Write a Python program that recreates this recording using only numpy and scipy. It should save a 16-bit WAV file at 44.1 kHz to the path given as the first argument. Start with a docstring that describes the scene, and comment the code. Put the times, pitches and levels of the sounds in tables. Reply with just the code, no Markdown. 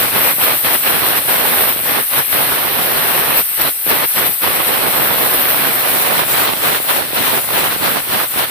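"""Air roars over a close pair of microphones, unrelated left and right, and a jet hisses high and bright.
Compressed air leaves an open valve port on a bench; the valve then passes it to a second port.
The roar is noise in short bursts, coloured by stream strength; lone eddies thump on the right.
A finger dips in and out of the jet, lowering roar and hiss, with surges at the edges of each dip.
The hiss is noise filtered per port, partly alike at the two microphones, combed by echoes off bench and hand."""
import sys
import numpy as np
from scipy import signal
from scipy.fft import rfft, irfft
from scipy.io import wavfile
from scipy.ndimage import uniform_filter1d

SR = 44100
rng = np.random.default_rng(int(sys.argv[2]) if len(sys.argv) > 2 else 0)


def digitize_waveform(pressure):
    """Quantize a signal to 16-bit integers and store it at the path in sys.argv[1].

    Rows of a 2-D input are taken as channels; values are limited to [-1, 1].
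    """
    field = np.atleast_2d(pressure).T
    bounded = np.clip(field, -1, 1)
    quanta = np.round(bounded * 32767).astype(np.int16)
    wavfile.write(sys.argv[1], SR, quanta)


N = 374850

EDGE_HZ = 15505  # upper band limit
SIZE, HOP = 512, 128  # short-time frame and step, samples
HZ = np.fft.rfftfreq(SIZE, 1 / SR)

# flow passes from first port to second: (start [s], end [s])
VALVE_S = (5.5, 6.1)
# lone eddies at the edge of the stream: (time [s], level [dB], starting pitch [Hz])
PUFFS = [(.336, -15, 700), (0.383, -11, 1200), (0.567, -19, 900), (1.25, -21, 1000), (1.762, -11.5, 1000),
         (2.301, -17, 1000), (3.865, -9, 1150), (4.295, -13, 900), (6.263, -12, 1000), (6.801, -8, 1300),
         (6.84, -19, 2000), (6.848, -14, 1600), (7.106, -15, 1100), (7.132, -8, 1000), (7.396, -12, 1000),
         (7.762, -8, 800), (8.075, -18, 1000), (8.36, -10, 1020)]


def amp(db):
    """Decibels to gain."""
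    return 10 ** (np.asarray(db) / 20)


def columns(table, at, warp=np.asarray):
    """Interpolates every column of a table at the given times or frequencies."""
    key, *values = np.transpose(table)
    return np.array([np.interp(warp(at), warp(key), v) for v in values])


def by_hz(table, hz):
    """Reads a spectrum table on a log-frequency axis."""
    return columns(table, hz, np.log1p)


def bump(t, centre_s, width_s):
    """Gaussian pulse of height 1; width_s is the half-width at 1/e."""
    return np.exp(-((t - centre_s) / width_s) ** 2)


def spectra(x):
    """Frame times and short-time spectra."""
    return signal.stft(x, SR, nperseg=SIZE, noverlap=SIZE - HOP)[1:]


def sound(z):
    """Short-time spectra back to samples."""
    return signal.istft(z, SR, nperseg=SIZE, noverlap=SIZE - HOP)[1][:, :N]


def smooth_chance(shape, *sizes):
    """Random field of rms 1, smoothed twice along each of its last axes."""
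    x = rng.standard_normal(shape)
    for k, size in enumerate(sizes):
        axis = k - len(sizes)
        x = uniform_filter1d(uniform_filter1d(x, size, axis), size, axis)
    return x / x.std()


def covered(t, start, going_in, end, coming_out):
    """How far the finger is in, 0-1, with rounded edges."""
    ramp = np.minimum((t - start) / going_in, (end - t) / coming_out)
    return np.sin(np.pi / 2 * np.clip(ramp, 0, 1)) ** 2


def flow(t, surge_fades_s=0.058, surge_builds_s=0.0052, surge_before=0.77, lingers_s=0.0054):
    """Left stream, right stream and hiss in dB: open flow, lowered by each dip, with surges at its edges."""
    # open flow between dips: (time [s], left stream [dB], right stream [dB], hiss [dB])
    open_flow = [(0.0, -18.5, -16.5, -14), (1.0, -20.5, -16, -15.5), (1.6, -21, -15.5, -14.5),
                 (2.5, -22, -16.5, -15.5), (3.3, -20.5, -15.5, -15), (4.6, -21.5, -15.5, -16),
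                 (5.5, -22, -15.5, -14.5), (6.2, -21.5, -15, -15), (6.5, -25, -16.5, -16),
                 (7.3, -20, -16.5, -15.5), (7.9, -22.5, -16, -17), (8.5, -19, -16.5, -16)]
    # finger dips: (start [s], going in [s], stay [s], coming out [s], earlier onset in left and hiss [s],
    # left drop [dB], right drop [dB], hiss drop [dB], surge [dB])
    dips = [(0.028, 0.08, 0.0017, 0.051, 0, 4, 7, 2.5, 3), (0.313, 0.042, 0, 0.076, 0.038, 10.5, 6, 1, 2.5),
            (0.517, 0.1, 0.013, 0.017, 0.014, 8, 14, 0.5, 1),
            (0.752, 0.028, 0.037, 0.05, 0.0016, 8, 9, -0.5, 3.5),
            (1.173, 0.041, 0.045, 0.044, 0.009, 5, 6.5, 1, 4),
            (1.689, 0.053, 0.086, 0.062, 0.0, 6, 5.5, 2, 1),
            (1.981, 0.087, 0, 0.099, 0.0097, 10.5, 19.5, 0.4, 4.5),
            (2.197, 0.05, 0.023, 0.1, 0.014, 6.5, 14, 0.5, 3),
            (2.625, 0.008, 0.077, 0.12, 0.036, 2, 0.7, 1, -0.5),
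            (3.399, 0.041, 0.12, 0.053, 0.012, 8, 20, 1, 0), (3.669, 0.072, 0.08, 0.084, 0, 13, 22, 2, 3),
            (4.05, 0.022, 0.041, 0.068, 0.006, 11, 20, -0.5, 2.5),
            (4.249, 0.14, 0.0, 0.053, 0.035, 11, 20, 0.5, 0),
            (5.721, 0.0065, 0.089, 0.074, 0.12, 1, 2.5, 1, -1.5),
            (6.237, 0.008, 0.0076, 0.1, 0.049, 2.5, 6, 2.5, 5),
            (6.467, 0.12, 0.0029, 0.064, 0.087, 1, 6.5, 2.0, 8.5),
            (6.765, 0.032, 0.068, 0.031, 0.006, 5, 7.5, 2, 4),
            (6.994, 0.044, 0.063, 0.072, 0.03, 7, 7.5, 4, 0.5),
            (7.372, 0.046, 0.061, 0.089, 0.0015, 10, 5.5, 1, 5.5),
            (7.764, 0.0061, 0, 0.072, 0.12, 4.5, 10.5, 1, 3.5),
            (7.982, 0.04, 0.044, 0.074, 0.079, 7.5, 8, 1.5, 1.5),
            (8.223, 0.064, 0.0091, 0.093, 0.0015, 11.5, 11, 1.8, -4),
            (8.434, 0.033, 0.045, 0.109, 0, 9.5, 7.5, 3, 6)]
    # share of the surge: rows left stream, right stream, hiss (share [dB/dB])
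    surge_share = [
        [0.85],
        [0.24],
        [0.05],
    ]
    level_db = columns(open_flow, t)
    for start, going_in, stays, coming_out, early, left_db, right_db, hiss_db, surge_db in dips:
        end = start + going_in + stays + coming_out
        narrow = covered(t, start, going_in, end, coming_out)
        # left stream and hiss fall earlier and return later
        wide = covered(t, start - early, going_in + early, end + lingers_s, coming_out + lingers_s)
        after = np.exp(-np.maximum(t - end - lingers_s, 0) / surge_fades_s)
        before = surge_before * np.exp(-np.maximum(start - early - t, 0) / surge_builds_s)
        surge = surge_db * (1 - wide) * np.where(t > start + going_in, after, before)
        drop_db = [left_db * wide, right_db * narrow, hiss_db * wide]
        level_db = level_db + surge * surge_share - drop_db
    return level_db


def stream_strength(t):
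    """Left and right stream in dB, relative to the strength at which the roar colour holds."""
    # reference strength: (left [dB], right [dB])
    steady_db = [-22, -16]
    return flow(t)[:2] - np.c_[steady_db]


def eddy_bursts(eddy_db=((3.2,), (5.,)), gust_db=((.8,), (.8,)), wilder_per_db=0.022, calm_db=-15,
                wildest=1.7, sputter_db=((2.5,), (5,)), sputter_at_db=-5, sputter_span_db=1.5):
    """Burst envelope of the eddies: wilder in a strong stream, in fits when half blocked, rms 1."""
    now_db = np.repeat(stream_strength(np.arange(0, N, HOP) / SR), HOP, axis=1)[:, :N]
    wild = np.clip(1 + wilder_per_db * now_db, 0, 2)
    wild = wild / (1 + np.exp((calm_db - now_db) / 2.5))  # a blocked stream leaves a smooth rush
    fits_db = np.array(sputter_db) * bump(now_db, sputter_at_db, sputter_span_db) * smooth_chance((2, N), 180)
    eddies_db = wild * eddy_db * np.minimum(smooth_chance((2, N), 14), wildest)
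    gusts_db = gust_db * smooth_chance((2, N), 700)
    bursts = amp(eddies_db + gusts_db + fits_db)
    return bursts / np.sqrt(np.mean(bursts ** 2, axis=1, keepdims=True))


def roar(even_hz=3000, deep_hz=130, lag_turns=0.3518):
    """Bursting noise mixed with an even rush in the top and deep bass, coloured as at steady strength."""
    # roar at steady strength: (frequency [Hz], left [dB per Hz], right [dB per Hz])
    steady_roar = [(25, -84, -80), (40, -76, -83), (61.4, -66, -59.5), (138, -61.5, -52), (280, -62, -51),
                   (580, -56.5, -47.5), (1090, -55.5, -48.5), (1880, -55, -51.5), (2960, -56.5, -55.5),
                   (4230, -59.5, -58), (4720, -65.5, -64), (5300, -69, -65.5), (6000, -69, -68),
                   (6940, -83, -95)]
    bursts = eddy_bursts()
    eddies, rush = rng.standard_normal((2, 2, N))
    hz = np.fft.rfftfreq(N, 1 / SR)
    falling = np.exp(-2j * np.pi * lag_turns * np.log1p(hz))  # each eddy slows as it passes: bass comes last
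    top = 1 / (1 + (even_hz / (hz + 1)) ** 2)
    deep = 1 / (1 + (hz / deep_hz) ** 2)
    even = np.clip(top + deep, 0, 1)  # share of power that does not burst
    mixed = np.sqrt(1 - even) * rfft(eddies * bursts) * falling + np.sqrt(even) * rfft(rush)
    return irfft(mixed * amp(by_hz(steady_roar, hz)) * np.sqrt(SR / 2), N)


def wind(lull_db=-4, lull_s=0.013, patchy_db=1.0):
    """Eddies roar at each microphone; stream strength, brief gusts and lulls, and valve shift level and colour."""
    # response to stream strength: (frequency [Hz], left [dB/dB], right [dB/dB])
    wind_swing = [(60, 1.25, .2), (150, 1.5, .45), (300, 1.4, .85), (1000, 1.1, 1.05), (3000, .9, .85),
                  (5000, .6, .55)]
    # brief gusts and lulls in the roar: (time [s], 1/e half-width [s], left [dB], right [dB])
    gusts_and_lulls = [(.16, .015, -2, 0), (.36, 0.023, -1, -13), (.51, 0.011, 4, 1), (.665, 0.016, 6, -4),
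                       (.87, .012, 3, 3.5), (.9, .012, -9, 1.5), (1.0, 0.033, -2, -2.5),
                       (1.04, 0.027, 2, 2), (1.25, 0.028, 1, -3), (1.75, .015, 2, -5),
                       (1.81, .03, -3, -8.5), (2.16, 0.013, 0, -2), (2.27, .02, -3, -2),
                       (3.46, 0.028, -8, 4), (3.52, .025, -2, 1.5), (3.6, .02, 2, 0.5), (3.78, .03, -3, 3),
                       (3.83, .02, 1, 1), (3.92, .012, 5, 3), (4.04, 0.012, 5, 0), (4.075, .015, -2, 0),
                       (4.12, .012, 7, 3), (4.265, .015, 8, -0.5), (4.45, .015, 6, 0),
                       (4.63, 0.017, -5, -1), (4.74, 0.014, 2, 4.5), (5.08, .012, -2, 0),
                       (6.19, 0.028, 2, 1), (6.1, 0.011, 0, 0), (6.33, .007, -7, -6), (6.44, .015, 2, -1.5),
                       (6.53, .015, 0, -1), (6.485, 0.017, 7, 2.5), (6.57, .012, -2, 4),
                       (6.66, 0.016, 2, 0), (6.78, .008, 2, -1), (6.86, .015, -1, 3), (6.9, .015, 5, 3.5),
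                       (6.93, .012, 3, -7), (6.97, 0.011, 7, -5), (7.04, .015, 5, 1), (7.11, 0.011, -8, 3),
                       (7.18, 0.013, 6, 2), (7.27, 0.014, 6, 2), (7.425, 0.0088, 7, -6),
                       (7.465, 0.018, 5, -9), (7.49, .015, 2, 2), (7.69, 0.013, -3, -9),
                       (7.73, 0.024, 7, -3.5), (7.67, .008, -3, 4), (7.81, .012, -1, -6),
                       (7.86, .015, 7, -2), (7.92, 0.031, -3, -4), (7.985, 0.015, 12, -2),
                       (8.03, 0.027, 0, -6), (8.075, .012, -2, 6), (8.135, 0.022, 2, 4),
                       (8.245, 0.009, 0, 4), (8.29, .018, 2, -13), (8.345, .01, 0, -2),
                       (8.395, 0.012, 10, 1), (8.44, .012, 1, -2)]
    # response to a gust or lull: (frequency [Hz], change [dB/dB])
    gust_reach = [(80, -0.5), (300, 0.64), (1000, 0.84), (2500, 0.54), (5000, 0.85)]
    # extra bass loss in deep dips: (frequency [Hz], left [dB/dB^2], right [dB/dB^2])
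    choke = [(60, 0, .045), (150, 0, .042), (300, 0, .025), (1000, 0, .004), (3000, 0, 0)]
    # roar from second port against first: (frequency [Hz], left [dB], right [dB])
    second_roar = [(100, -1, -0.5), (300, 0, -0.5), (1000, 0, -0.1), (2500, -0.9, 0.5), (5500, 0, 1.5)]
    t, z = spectra(roar())
    strength_db = stream_strength(t)
    brief_db = sum(np.c_[[left, right]] * bump(t, s, width) for s, width, left, right in gusts_and_lulls)
    # the right stream slackens around each lone eddy
    brief_db[1] = brief_db[1] + sum(lull_db * bump(t, s, lull_s) for s, _, _ in PUFFS)
    swing_db = strength_db[:, None] * by_hz(wind_swing, HZ)[:, :, None]
    choked_db = np.minimum(strength_db, 0)[:, None] ** 2 * by_hz(choke, HZ)[:, :, None]
    gusty_db = brief_db[:, None] * by_hz(gust_reach, HZ)[:, :, None]
    second_db = np.interp(t, VALVE_S, [0, 1]) * by_hz(second_roar, HZ)[:, :, None]
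    patches_db = patchy_db * smooth_chance(z.shape, 6, 12)
    return sound(z * amp(swing_db - choked_db + gusty_db + second_db + patches_db))


def puffs(slows_s=0.00076, lasts_s=0.0017, thin_hz=110):
    """Lone eddies at the right microphone: a thump of fast-falling pitch, with little deep bass."""
    out, t = np.zeros((2, N)), np.arange(600) / SR
    envelope = 2 * np.sqrt(t / lasts_s) * np.exp(-(t / lasts_s) ** 2)
    for s, db, hz in PUFFS:
        turns = hz * slows_s * np.log1p(t / slows_s)
        out[1, round(s * SR):][:len(t)] += amp(db) * np.sin(-2 * np.pi * turns) * envelope
    return signal.sosfilt(signal.butter(2, thin_hz, "high", fs=SR, output="sos"), out)


def port(z, colour, pair, echoes, rumble_hz=200):
    """One port at two microphones: partly alike with a phase lead, combed by echoes, each gain of rms 1."""
    like, lead = by_hz(pair, HZ)[:, :, None]
    like = np.clip(like, 0, 1)
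    right = like * np.exp(1j * lead) * z[0] + np.sqrt(1 - like ** 2) * z[1]
    comb = [abs(1 + sum(amp(db) * np.exp(-2j * np.pi * HZ * ms * 1e-3) for ms, db in side))
            for side in echoes]
    gain = amp(by_hz(colour, HZ)) * comb * (HZ < EDGE_HZ) * (HZ > rumble_hz)
    gain /= np.sqrt(np.mean(gain ** 2, axis=1, keepdims=True))
    return np.array([z[0], right]) * gain[:, :, None]


def jet(steady_db=-15.5, hiss_right_db=-1.62, wavers_db=0.5, patchy_db=1.6, ridges_db=2.0):
    """Turbulent hiss with drifting patches, and narrow ridges that drift slowly at random."""
    # relative hiss colour per port: (frequency [Hz], left [dB], right [dB])
    first_port = [(150, -45, -31), (500, -30, -43), (1540, -14, -16), (3400, -23, -15), (4300, -22.5, -20),
                  (4830, -19, -19), (5560, -19.5, -17), (6100, -21, -32), (6600, -18, -26),
                  (7000, -32, -24), (7500, -21, -22), (7690, -8.5, -14.5), (9550, -5.5, -13),
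                  (11100, -2.5, -11), (11900, -3.5, -7.5), (12400, -5, -9.5), (12600, -0.5, -4.5),
                  (13200, 2.5, -5.5), (13600, 0.5, -5), (14300, 0, -4.5), (14800, 2, -9),
                  (15400, -5.5, -11.5), (15900, -4, -6)]
    second_port = [(150, -30, -8), (500, -26, -8), (1500, -13, -28), (3500, -39, -14), (4800, -14, -35),
                   (5700, -17, -17), (7130, -15.5, -15.5), (8000, -4, -10.5), (9800, -1, -11.5),
                   (11200, 0, -4), (12000, 2.5, -10), (12800, 2.5, -2), (13600, 0.5, 0.5), (14600, 2.5, -8),
                   (15300, 4.5, -1)]
    # likeness of the two microphones: (frequency [Hz], likeness [0-1], lead of the right [rad])
    first_pair = [(3000, .05, -3.1), (4600, .7, -3.1), (7500, .6, -3.1), (9000, .25, -1.7),
                  (11500, .45, -.7), (13000, .65, .1), (15500, .45, 2.3)]
    second_pair = [(3000, .05, 4.4), (8000, 0.29, 2), (10300, .2, 4.7), (11500, 0.46, 3.8),
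                   (13000, 0.41, 4.8), (15500, .1, 4)]
    # echoes off bench and hand, left list then right: (delay [ms], level [dB])
    first_echoes = [
        [(.72, -21), (1.178, -18), (1.868, -21)],
        [(.465, -23), (.714, -21)],
    ]
    second_echoes = [
        [(.724, -23)],
        [(.456, -21)],
    ]
    # response to jet level: (frequency [Hz], change [dB/dB])
    jet_swing = [(5000, 3.5), (9000, 1.04), (11000, 1.24), (14000, 2)]
    # finger grazes the edge of the jet: (time [s], change [dB], 1/e half-width [s])
    flares = [(.17, 0, .02), (.3, 1, 0.037), (.439, 2, 0.018), (.678, 1, .025), (.743, 1.5, .015),
              (.873, 1, .03), (1.078, 1, 0.02), (1.177, 1, .015), (1.312, 0.5, .02), (2.18, 1, .02),
              (2.335, 0.5, .02), (3.377, 3, 0.025), (3.617, 4.5, 0.0089), (3.682, -0.5, 0.013),
              (3.901, 2.5, 0.011), (4.19, 2.5, .015), (4.265, 1.5, 0.011), (4.44, 0.5, .03),
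              (6.326, 2, 0.052), (6.645, 0.5, .02), (6.909, 0.5, 0.022), (7.6, 1, .045), (7.88, 1, .04),
              (8.137, 1.5, 0.014), (8.39, 1, 0.011)]
    t, z = spectra(rng.standard_normal((2, N)))
    moved = np.interp(t, VALVE_S, [0, 1])
    first = port(z, first_port, first_pair, first_echoes)
    second = port(z, second_port, second_pair, second_echoes)
    flares_db = sum(db * bump(t, s, width) for s, db, width in flares)
    waver = wavers_db * smooth_chance(len(t), 8)
    hiss_db = flow(t)[2] + flares_db + np.c_[[0, hiss_right_db]] + waver
    level_db = steady_db + (hiss_db - steady_db)[:, None] * by_hz(jet_swing, HZ)[0][:, None]
    patches_db = patchy_db * smooth_chance(z.shape, 5, 20)
    drifting_db = ridges_db * smooth_chance(z.shape, 1, 150)
    return sound(((1 - moved) * first + moved * second) * amp(level_db + patches_db + drifting_db))


def scene():
    """Wind on the microphones, lone eddies and the hiss of the jet."""
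    return wind() + puffs() + jet()


def record(dry, headroom=1.5):
    """The input bends the loudest peaks and clips at full scale; then the band limit."""
    clipped = np.clip(headroom * np.tanh(dry / headroom), -1, 1)
    band = signal.firwin(801, EDGE_HZ, window=("kaiser", 9), fs=SR)
    return signal.oaconvolve(clipped, band[None], "same")


dry = scene()
out = record(dry)
digitize_waveform(out)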